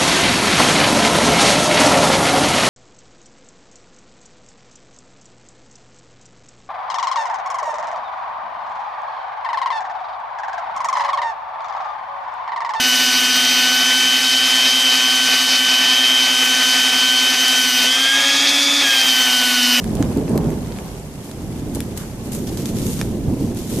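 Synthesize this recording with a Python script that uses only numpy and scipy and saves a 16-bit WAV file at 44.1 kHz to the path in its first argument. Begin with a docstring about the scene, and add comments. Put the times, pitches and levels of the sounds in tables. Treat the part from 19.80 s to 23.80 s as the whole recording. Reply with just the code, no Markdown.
"""Hand-washing of a car: hissing strokes, each a dense spray of tiny bursts and bubbles, some with
a wet slap. They begin faintly and fill the second half. The car stands in a walled yard in light
rain: drizzle hisses all round, single drops tick close by, and something small and hard is tapped
twice. Gusts rumble softly on the microphone."""
import sys
import numpy as np
from scipy import signal
from scipy.fft import rfft, irfft
from scipy.io import wavfile
from scipy.ndimage import uniform_filter1d

SR = 44100
rng = np.random.default_rng(int(sys.argv[2]) if len(sys.argv) > 2 else 0)


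def inscribe(sig):
    """Save sig as 16-bit PCM at rate SR to the path in sys.argv[1].

    A 1-D sig is mono; a 2-D sig holds one channel per row.
    Samples are clipped to [-1, 1] before scaling.
    """
    pcm = np.round(np.clip(np.atleast_2d(sig).T, -1, 1) * 32767)
    wavfile.write(sys.argv[1], SR, pcm.astype(np.int16))


N = 176400
T = np.arange(N) / SR

# wind envelopes: time_s, level_db
GUST_ENVELOPE = [(0.0, -21.5), (0.01, -27.5), (0.17, -19.5), (0.25, -21), (0.35, -24.5), (0.4, -19.5),
                 (0.47, -21.5), (0.54, -15), (0.91, -29), (1.27, -35.5), (1.95, -25), (2.37, -31.5),
                 (2.54, -25), (3.1, -21), (3.14, -25.5), (3.33, -21.5), (3.41, -25), (3.52, -18.5),
                 (3.59, -25.5), (3.61, -18), (3.84, -27), (4.0, -19.5)]
RUSH_ENVELOPE = [(0, -71), (.2, -36.5), (.3, -41), (.46, -46), (.54, -33.5), (.65, -36), (.8, -47.5),
                 (1.05, -43), (1.45, -66)]
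RUMBLE_ENVELOPE = [(0.0, -30.5), (0.15, -24.5), (0.33, -26.5), (0.47, -31), (0.6, -29), (0.67, -20.5),
                   (0.72, -30), (1.4, -37.5), (1.48, -55), (1.62, -31), (2.55, -36.5), (2.77, -31),
                   (2.89, -51), (2.96, -25), (3.32, -30), (3.37, -35), (3.49, -22.5), (3.55, -39),
                   (3.68, -32), (3.74, -57), (3.8, -32), (3.86, -41), (4.0, -43)]
# wind spectra: freq_hz, level_db
GUST_SPECTRUM = [(60, -26), (100, -8), (150, -4), (230, -0.5), (320, -8), (410, -9.5), (560, -17.5),
                 (800, -24.5), (1050, -29.5), (1300, -48), (1600, -44), (2500, -78)]
BREEZE_SPECTRUM = [(60, -9.5), (100, 0), (150, -3.5), (190, 1), (235, 1), (300, -3), (400, -7.5),
                   (540, -16.5), (750, -24), (1000, -31), (1400, -53), (2500, -48)]
RUSH_SPECTRUM = [(250, -27), (450, 8.5), (700, 3), (1050, 0.5), (1300, -11.5), (1600, -9.5), (2500, -43)]
RUMBLE_SPECTRUM = [(10, -46), (25, -60), (45, -0.5), (70, -4), (100, -5.5), (160, -3), (400, -72)]
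# single eddies on the microphone: time_s, half_width_s, centre_hz, level_db
EDDIES = [(0.209, 0.017, 195, -15.5), (0.378, 0.015, 192, -14.5), (0.503, 0.008, 142, -31),
          (0.562, 0.0049, 182, -10.5), (1.965, 0.015, 254, -23.5), (3.503, 0.0091, 212, -20.5),
          (3.636, 0.018, 224, -23), (.66, 0.053, 247, -24.5)]

# drizzle spectrum: freq_hz, level_db
DRIZZLE_SPECTRUM = [(100, -33), (400, 19), (800, 14.5), (1400, 4), (2200, 2), (4000, -2.5), (6500, 0),
                    (10000, -2), (14000, -5)]
# drizzle envelope: time_s, level_db
DRIZZLE_ENVELOPE = [(0, -39.5), (.27, -37.5), (.45, -40), (.95, -39), (1.35, -41.5), (1.85, -41),
                    (2.38, -41), (3.3, -41.5), (4, -44)]
# patter of larger drops: time_s, gain_db
PATTER_ENVELOPE = [(0, -5), (1, -6.5), (1.6, -22.5), (4, -9)]
# drips in puddles: start_s, pitch_hz, peak_db, t60_s
PUDDLE_PINGS = [(.494, 8500, -26, .008), (1.059, 13000, -36, 0.009), (1.197, 7600, -34, 0.022)]
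# close drops: start_s, level_db, low_band_db, mid_band_db, high_band_db, pan_db
CLOSE_DROPS = [(0.042, -17, -17, -22, -14.5, -5), (0.152, -21, -20, -18, -10, -1),
               (0.2251, -10, -12, -18, -23.5, -1.5), (0.372, -24, -12, -18, -14, -3),
               (0.479, -31, -3, -8, -23, -1), (0.4932, -31, -5, -20, -8, 0),
               (0.5765, -15.5, -10, -16.5, -12.5, 2), (0.703, -26.5, -15, -27, -10, -4),
               (0.8608, -27, -14, -22, -20, -6), (0.9215, -27, -10, -12, -37, -1.0),
               (0.986, -21.5, -6, -21, -24, 0), (1.513, -21, -19, -15.5, -18, 0.0),
               (3.191, -24, -8, -21, -26, -2), (3.5354, -32, -20, -19, -16, -1),
               (3.6657, -34, -22, -18, -15, 0)]

# close taps: start_s, level_db, tilt_db_per_octave, rattle_decay_s, pan_db
HARD_TAPS = [(2.005, -38, 3, 0.0037, 6), (3.2139, -33.8, -.5, 0.0016, -1.5)]
# modes of the tapped object: freq_hz, level_db, t60_s
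OBJECT_MODES = [(900, -8, .004), (1820, -1, .008), (2490, -1.5, .006), (3600, 3, .0032), (5560, 1.5, .0032),
                (7130, -9, .006), (8600, -4, .005), (11050, -8, .007), (12100, -8, .007)]

# washing strokes: start_s, length_s, level_db, attack_s, release_s, brightness
WASH_STROKES = [(1.42, 0.047, -47.5, 0.017, 0.089, 0.6), (1.782, .015, -47, .006, .01, 0),
                (1.932, 0.03, -42, 0.012, 0.097, 0.6), (2.159, 0.04, -40, .01, 0.065, 0.7),
                (2.414, 0.077, -47.5, 0.035, .03, 0.7), (2.514, 0.05, -33.5, .006, 0.022, 0.87),
                (2.576, 0.096, -44, .01, 0.036, 0.64), (2.667, 0.027, -38.5, .003, 0.011, 0.26),
                (2.686, 0.068, -41, 0.04, .03, 0.65), (2.768, 0.03, -37, 0.0039, 0.065, 0.47),
                (2.849, 0.048, -37.5, 0.0028, 0.034, 0.44), (2.924, 0.21, -36, 0.047, 0.1, 0.55),
                (3.006, 0.12, -36.5, 0.066, 0.078, 1), (3.15, 0.052, -40, 0.032, 0.076, .35),
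                (3.568, 0.082, -44, 0.028, 0.12, 0.5), (3.749, 0.06, -39.5, 0.017, 0.13, 0.5),
                (3.82, 0.2, -35, 0.11, .05, 0.63)]
# wet slaps: start_s, level_db, decay_s, brightness
WET_SLAPS = [(1.9487, -23, 0.002, 1), (1.9553, -26, 0.0035, 0.88), (2.175, -23, 0.0044, 0.91),
             (2.5203, -31, .004, .7), (2.5325, -29, 0.0027, 1), (2.6733, -31.5, .003, 0),
             (2.7731, -26, 0.0022, 0.2), (2.8567, -25, 0.0035, 0.34), (2.889, -36, .008, 0),
             (2.9665, -33, .004, 0), (3.1254, -37, .003, .4), (3.7474, -32, .002, 1),
             (3.772, -31, .002, 0.4), (3.7784, -33, .002, 0.75)]
# wash water spectra: freq_hz, level_db
FULL_SPRAY_SPECTRUM = [(300, -12), (1000, -2), (2000, -3.5), (3500, 0.5), (5000, -1.5), (6500, 1),
                       (10000, -12), (12500, -7), (14000, -11.5)]
FINE_SPRAY_SPECTRUM = [(300, -25), (1000, -16), (2000, -16), (3700, -10), (5000, -11), (6700, 0.5),
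                       (10000, 1.5), (12500, -0.2), (14000, -2.5)]
SLAP_SPECTRUM = [(300, -11), (1500, -4.5), (4500, -5), (6000, -3), (8000, 5), (10500, 2), (14000, -1)]
SPLASH_SPECTRUM = [(400, -21), (1000, 4), (1600, 4), (2300, -5), (4000, -14), (14000, -28)]

# stereo width: freq_hz, side_re_mid_db
WIND_WIDTH = [(60, -23), (150, -19), (300, -16.5), (600, -10.5), (1500, -4)]
YARD_WIDTH = [(100, -10), (600, -11.5), (1400, -2), (3000, 2), (14000, 0)]
SPRAY_WIDTH = [(500, -8), (1400, -8), (3000, 0), (7000, -2), (14000, -0.5)]
# microphone port balance: freq_hz, left_re_right_db
PORT_BALANCE = [(100, -0.5), (800, -2), (2300, -0.8), (7000, -1.3), (10000, 3.5), (14000, 2)]

TOP_HZ = 14150


def amp(db):
    """Decibels to gain."""
    return 10 ** (np.asarray(db) / 20)


def unit(x):
    """Scale to rms 1."""
    return x / np.sqrt(np.mean(x ** 2) + 1e-20)


def envelope(rows):
    """Gain per sample from (time_s, level_db) rows."""
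    return amp(np.interp(T, *np.array(rows).T))


def response(spectrum, size):
    """Gain per bin from (freq_hz, level_db) rows."""
    hz, db = np.array(spectrum, float).T
    return amp(np.interp(np.log(np.fft.rfftfreq(size, 1 / SR) + 1), np.log(hz), db))


def colour(x, spectrum):
    """Zero-phase filter."""
    return irfft(rfft(x) * response(spectrum, N), N)


def colour_hit(x, spectrum, size=4096):
    """Minimum-phase filter: nothing precedes the attack."""
    cepstrum = irfft(np.log(response(spectrum, size)))
    cepstrum[1:size // 2] *= 2
    cepstrum[size // 2 + 1:] = 0
    return irfft(rfft(x, size) * np.exp(rfft(cepstrum)), size)


def pan(db):
    """Channel gains; positive is left."""
    return amp(np.array([[db], [-db]]) / 2)


def stereo(mid, side):
    """Mid/side to left/right."""
    return np.array([mid + side, mid - side])


def noise():
    """White noise."""
    return rng.standard_normal(N)


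def flicker(spread_db, cutoff_hz):
    """Smooth random gain."""
    lowpass = 1 / (1 + (np.fft.rfftfreq(N, 1 / SR) / cutoff_hz) ** 4)
    return amp(spread_db * unit(irfft(rfft(noise()) * lowpass, N)))


def steady(x, span_s=0.047):
    """Hold the running rms near 1."""
    return x / np.sqrt(uniform_filter1d(x ** 2, int(span_s * SR)) + 1e-12)


def grains(per_s, spread_db):
    """Random impulses, rms 1."""
    size = amp(spread_db * np.minimum(rng.exponential(size=N), 4))
    return unit((rng.random(N) < per_s / SR) * size * np.sign(noise()))


def add(out, start_s, sound):
    """Mix in a short sound."""
    i = int(start_s * SR)
    out[:, i:i + sound.shape[1]] += sound[:, :N - i]


def droplets(per_s, centre_hz, pitch_spread, t60_cycles, spread_db):
    """Drops or bubbles: damped sines, random in time, pitch, size and pan; rms 1."""
    out, t = np.zeros((2, N)), T[:900]
    for when, pitch, weight, place, skew in rng.random((4000, 5))[:int(per_s * N / SR)]:
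        hz = min(centre_hz * 2 ** (pitch_spread * 1.77 * (2 * pitch - 1)), TOP_HZ)
        phase = 2 * np.pi * hz * t + np.array([[0], [(skew - .5) * hz / 1000]])
        ring = np.sin(phase) * amp(-60 * hz * t / t60_cycles)
        gain = np.sqrt(hz / centre_hz) * amp(spread_db * min(-np.log(weight), 3.5))
        add(out, when * N / SR, ring * gain * pan(12 * (place - .5)))
    return unit(out)


def with_paving_echo(hit, echo_db=-16):
    """A close hit plus one reflection off the paving."""
    delay_s = .0068 * rng.uniform(0.97, 1.6)
    return hit + amp(echo_db) * np.roll(hit, int(delay_s * SR), axis=1)


def airflow(gust_end_s=1.434, fade_s=0.29):
    """Turbulent noise; its spectrum fades from gust to breeze."""
    gust_share = np.clip((gust_end_s - T) / fade_s, 0, 1)
    gust = np.sqrt(gust_share) * unit(colour(noise(), GUST_SPECTRUM))
    breeze = np.sqrt(1 - gust_share) * unit(colour(noise(), BREEZE_SPECTRUM))
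    return steady(gust + breeze)


def wind():
    """Turbulence at the microphone: gusts, single eddies, an early midrange rush, deep rumble."""
    body = stereo(airflow(), colour(airflow(), WIND_WIDTH)) * envelope(GUST_ENVELOPE) * amp(-0.48)
    body *= flicker(spread_db=1, cutoff_hz=25.2)
    for time_s, half_width_s, hz, db in EDDIES:
        band = [(hz / 4, -25), (hz * 1.02, -2), (hz * 1.35, 0),
                (hz * 2, -10), (hz * 5, -32), (hz * 10, -60)]
        eddy = steady(colour(noise(), band), span_s=0.018)
        body += eddy * amp(db) * np.exp(-((T - time_s) / half_width_s) ** 2)
    rush = lambda: unit(colour(noise(), RUSH_SPECTRUM))
    body += stereo(rush(), 0.57 * rush()) * envelope(RUSH_ENVELOPE)
    deep = lambda: steady(colour(noise(), RUMBLE_SPECTRUM), span_s=.09)
    rumble = stereo(deep(), amp(-12) * deep()) * envelope(RUMBLE_ENVELOPE) * amp(0.5)
    return body * pan(-0.5) + rumble * pan(-0.4)


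def drizzle():
    """Fine rain: hiss, patter of larger drops, bubbles on wet paving, pings in puddles."""
    rain = lambda: unit(colour(noise() + amp(-3) * grains(per_s=900, spread_db=0.5), DRIZZLE_SPECTRUM))
    hiss = stereo(rain(), colour(rain(), YARD_WIDTH)) * flicker(spread_db=.5, cutoff_hz=14)
    patter = droplets(per_s=70, centre_hz=3240, pitch_spread=0.61, t60_cycles=5.5, spread_db=4)
    bubbles = droplets(per_s=300, centre_hz=3330, pitch_spread=0.96, t60_cycles=60, spread_db=-0.5)
    out = (hiss + amp(-11.5) * bubbles) * envelope(DRIZZLE_ENVELOPE)
    out += patter * envelope(PATTER_ENVELOPE) * amp(-48)
    t = T[:4096]
    for start_s, hz, db, t60_s in PUDDLE_PINGS:
        add(out, start_s, np.sin(2 * np.pi * hz * t) * amp(db - 60 * t / t60_s) * pan(0))
    return out


def close_drops(spatter_s=.0012, tail_s=.009, ring_hz=5420, lag_s=0.000972, trim_db=-8.5):
    """Drop impacts: sharp tick, spatter, faint tail, one brief resonance."""
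    out, t = np.zeros((2, N)), T[:4096]
    tick = unit(1. * (t == 0))
    for start_s, db, low_db, mid_db, high_db, pan_db in CLOSE_DROPS:
        hz = ring_hz * 2 ** rng.uniform(-0.53, 0.68)
        white = rng.standard_normal((5, t.size))
        spatter = unit((white[0] + 1.05 * white[1:3]) * np.exp(-t / spatter_s))
        tail = unit(white[3:] * np.exp(-t / tail_s))
        hit = tick + amp(2) * spatter + amp(-7) * tail
        hit += signal.lfilter(*signal.iirpeak(hz, Q=5, fs=SR), hit)
        spectrum = [(150, low_db - 12), (1100, low_db + 5), (2200, low_db + .3),
                    (4700, mid_db), (10000, high_db - 2), (14000, high_db - 2.5)]
        hit = with_paving_echo(colour_hit(unit(hit), spectrum))
        add(out, start_s + lag_s, -hit * amp(db + trim_db) * pan(pan_db))
    return out


def taps(crack_db=-2, rattle_db=-7):
    """A crack and a short rattle excite the modes of a small hard object."""
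    out, t = np.zeros((2, N)), T[:4096]
    modes = sum(np.sin(2 * np.pi * hz * t) * amp(db - 60 * t / t60_s) for hz, db, t60_s in OBJECT_MODES)
    tick = unit(1. * (t == 0))
    body = unit(modes) + amp(crack_db) * tick
    for start_s, db, tilt_db_per_octave, decay_s, pan_db in HARD_TAPS:
        white = rng.standard_normal((3, t.size))
        rattle = unit((white[0] + 0.89 * white[1:]) * np.exp(-t / decay_s))
        hit = signal.fftconvolve(tick + amp(rattle_db) * rattle, body[None])[:, :t.size]
        hit = unit(colour_hit(hit, [(1000, 0), (16000, 4 * tilt_db_per_octave)]))
        add(out, start_s, -with_paving_echo(hit) * amp(db) * pan(pan_db))
    return out


def spray(spectrum):
    """Water spray: stereo noise dense with tiny bursts."""
    fizz = lambda: unit(colour(noise() + amp(3) * grains(per_s=3000, spread_db=0), spectrum))
    return stereo(fizz(), colour(fizz(), SPRAY_WIDTH))


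def spray_events(envelopes, brightness, bright_spectrum):
    """Spray under power-summed envelopes; brightness 0 is full spray, 1 is bright_spectrum."""
    powers, brightness = np.array(envelopes) ** 2, np.array(brightness)
    full = spray(FULL_SPRAY_SPECTRUM) * np.sqrt((1 - brightness) @ powers)
    return full + spray(bright_spectrum) * np.sqrt(brightness @ powers)


def splash(time_s=2.215, half_width_s=.045, level_db=-44):
    """One duller splash of spilt water."""
    return spray(SPLASH_SPECTRUM) * amp(level_db) * np.exp(-((T - time_s) / half_width_s) ** 2)


def slaps():
    """Wet slaps: spray with an instant attack, gone in milliseconds."""
    envelopes = [amp(db) * (T >= start_s) * np.exp(-np.abs(T - start_s) / decay_s)
                 for start_s, db, decay_s, _ in WET_SLAPS]
    return spray_events(envelopes, [row[-1] for row in WET_SLAPS], SLAP_SPECTRUM)


def strokes(splats_per_s=130, splat_decay_s=.0012, splat_db=-5, bubble_db=-7):
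    """Washing strokes swell, hold and fade: spray roughened by splats, plus bubbles."""
    envelopes = []
    for start_s, length_s, db, attack_s, release_s, _ in WASH_STROKES:
        attack = np.clip((T - start_s) / attack_s, 0, 1)
        release = np.exp(-np.maximum(T - start_s - length_s, 0) / release_s)
        envelopes.append(amp(db) * attack * release)
    bubbles = droplets(per_s=900, centre_hz=7800, pitch_spread=0.45, t60_cycles=90, spread_db=3)
    bubbles *= amp(bubble_db) * np.linalg.norm(envelopes, axis=0)
    impacts = 1. * (rng.random(N) < splats_per_s / SR)
    splats = unit(signal.lfilter([1], [1, -np.exp(-1 / (splat_decay_s * SR))], impacts))
    roughness = unit(np.hypot(1, amp(splat_db) * splats))
    hiss = spray_events(envelopes, [row[-1] for row in WASH_STROKES], FINE_SPRAY_SPECTRUM)
    return (hiss * roughness + bubbles) * flicker(spread_db=0.4, cutoff_hz=53)


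def scene():
    """Wind, rain, taps and washing."""
    return wind() + drizzle() + close_drops() + taps() + strokes() + slaps() + splash()


def record(dry):
    """Two microphone ports, slightly unequal in the treble; steep low-pass."""
    tilt = np.sqrt(response(PORT_BALANCE, N))
    heard = irfft(rfft(dry) * np.array([tilt, 1 / tilt]), N)
    return signal.sosfilt(signal.ellip(10, .2, 70, TOP_HZ, fs=SR, output="sos"), heard)


dry = scene()
out = record(dry)
inscribe(out)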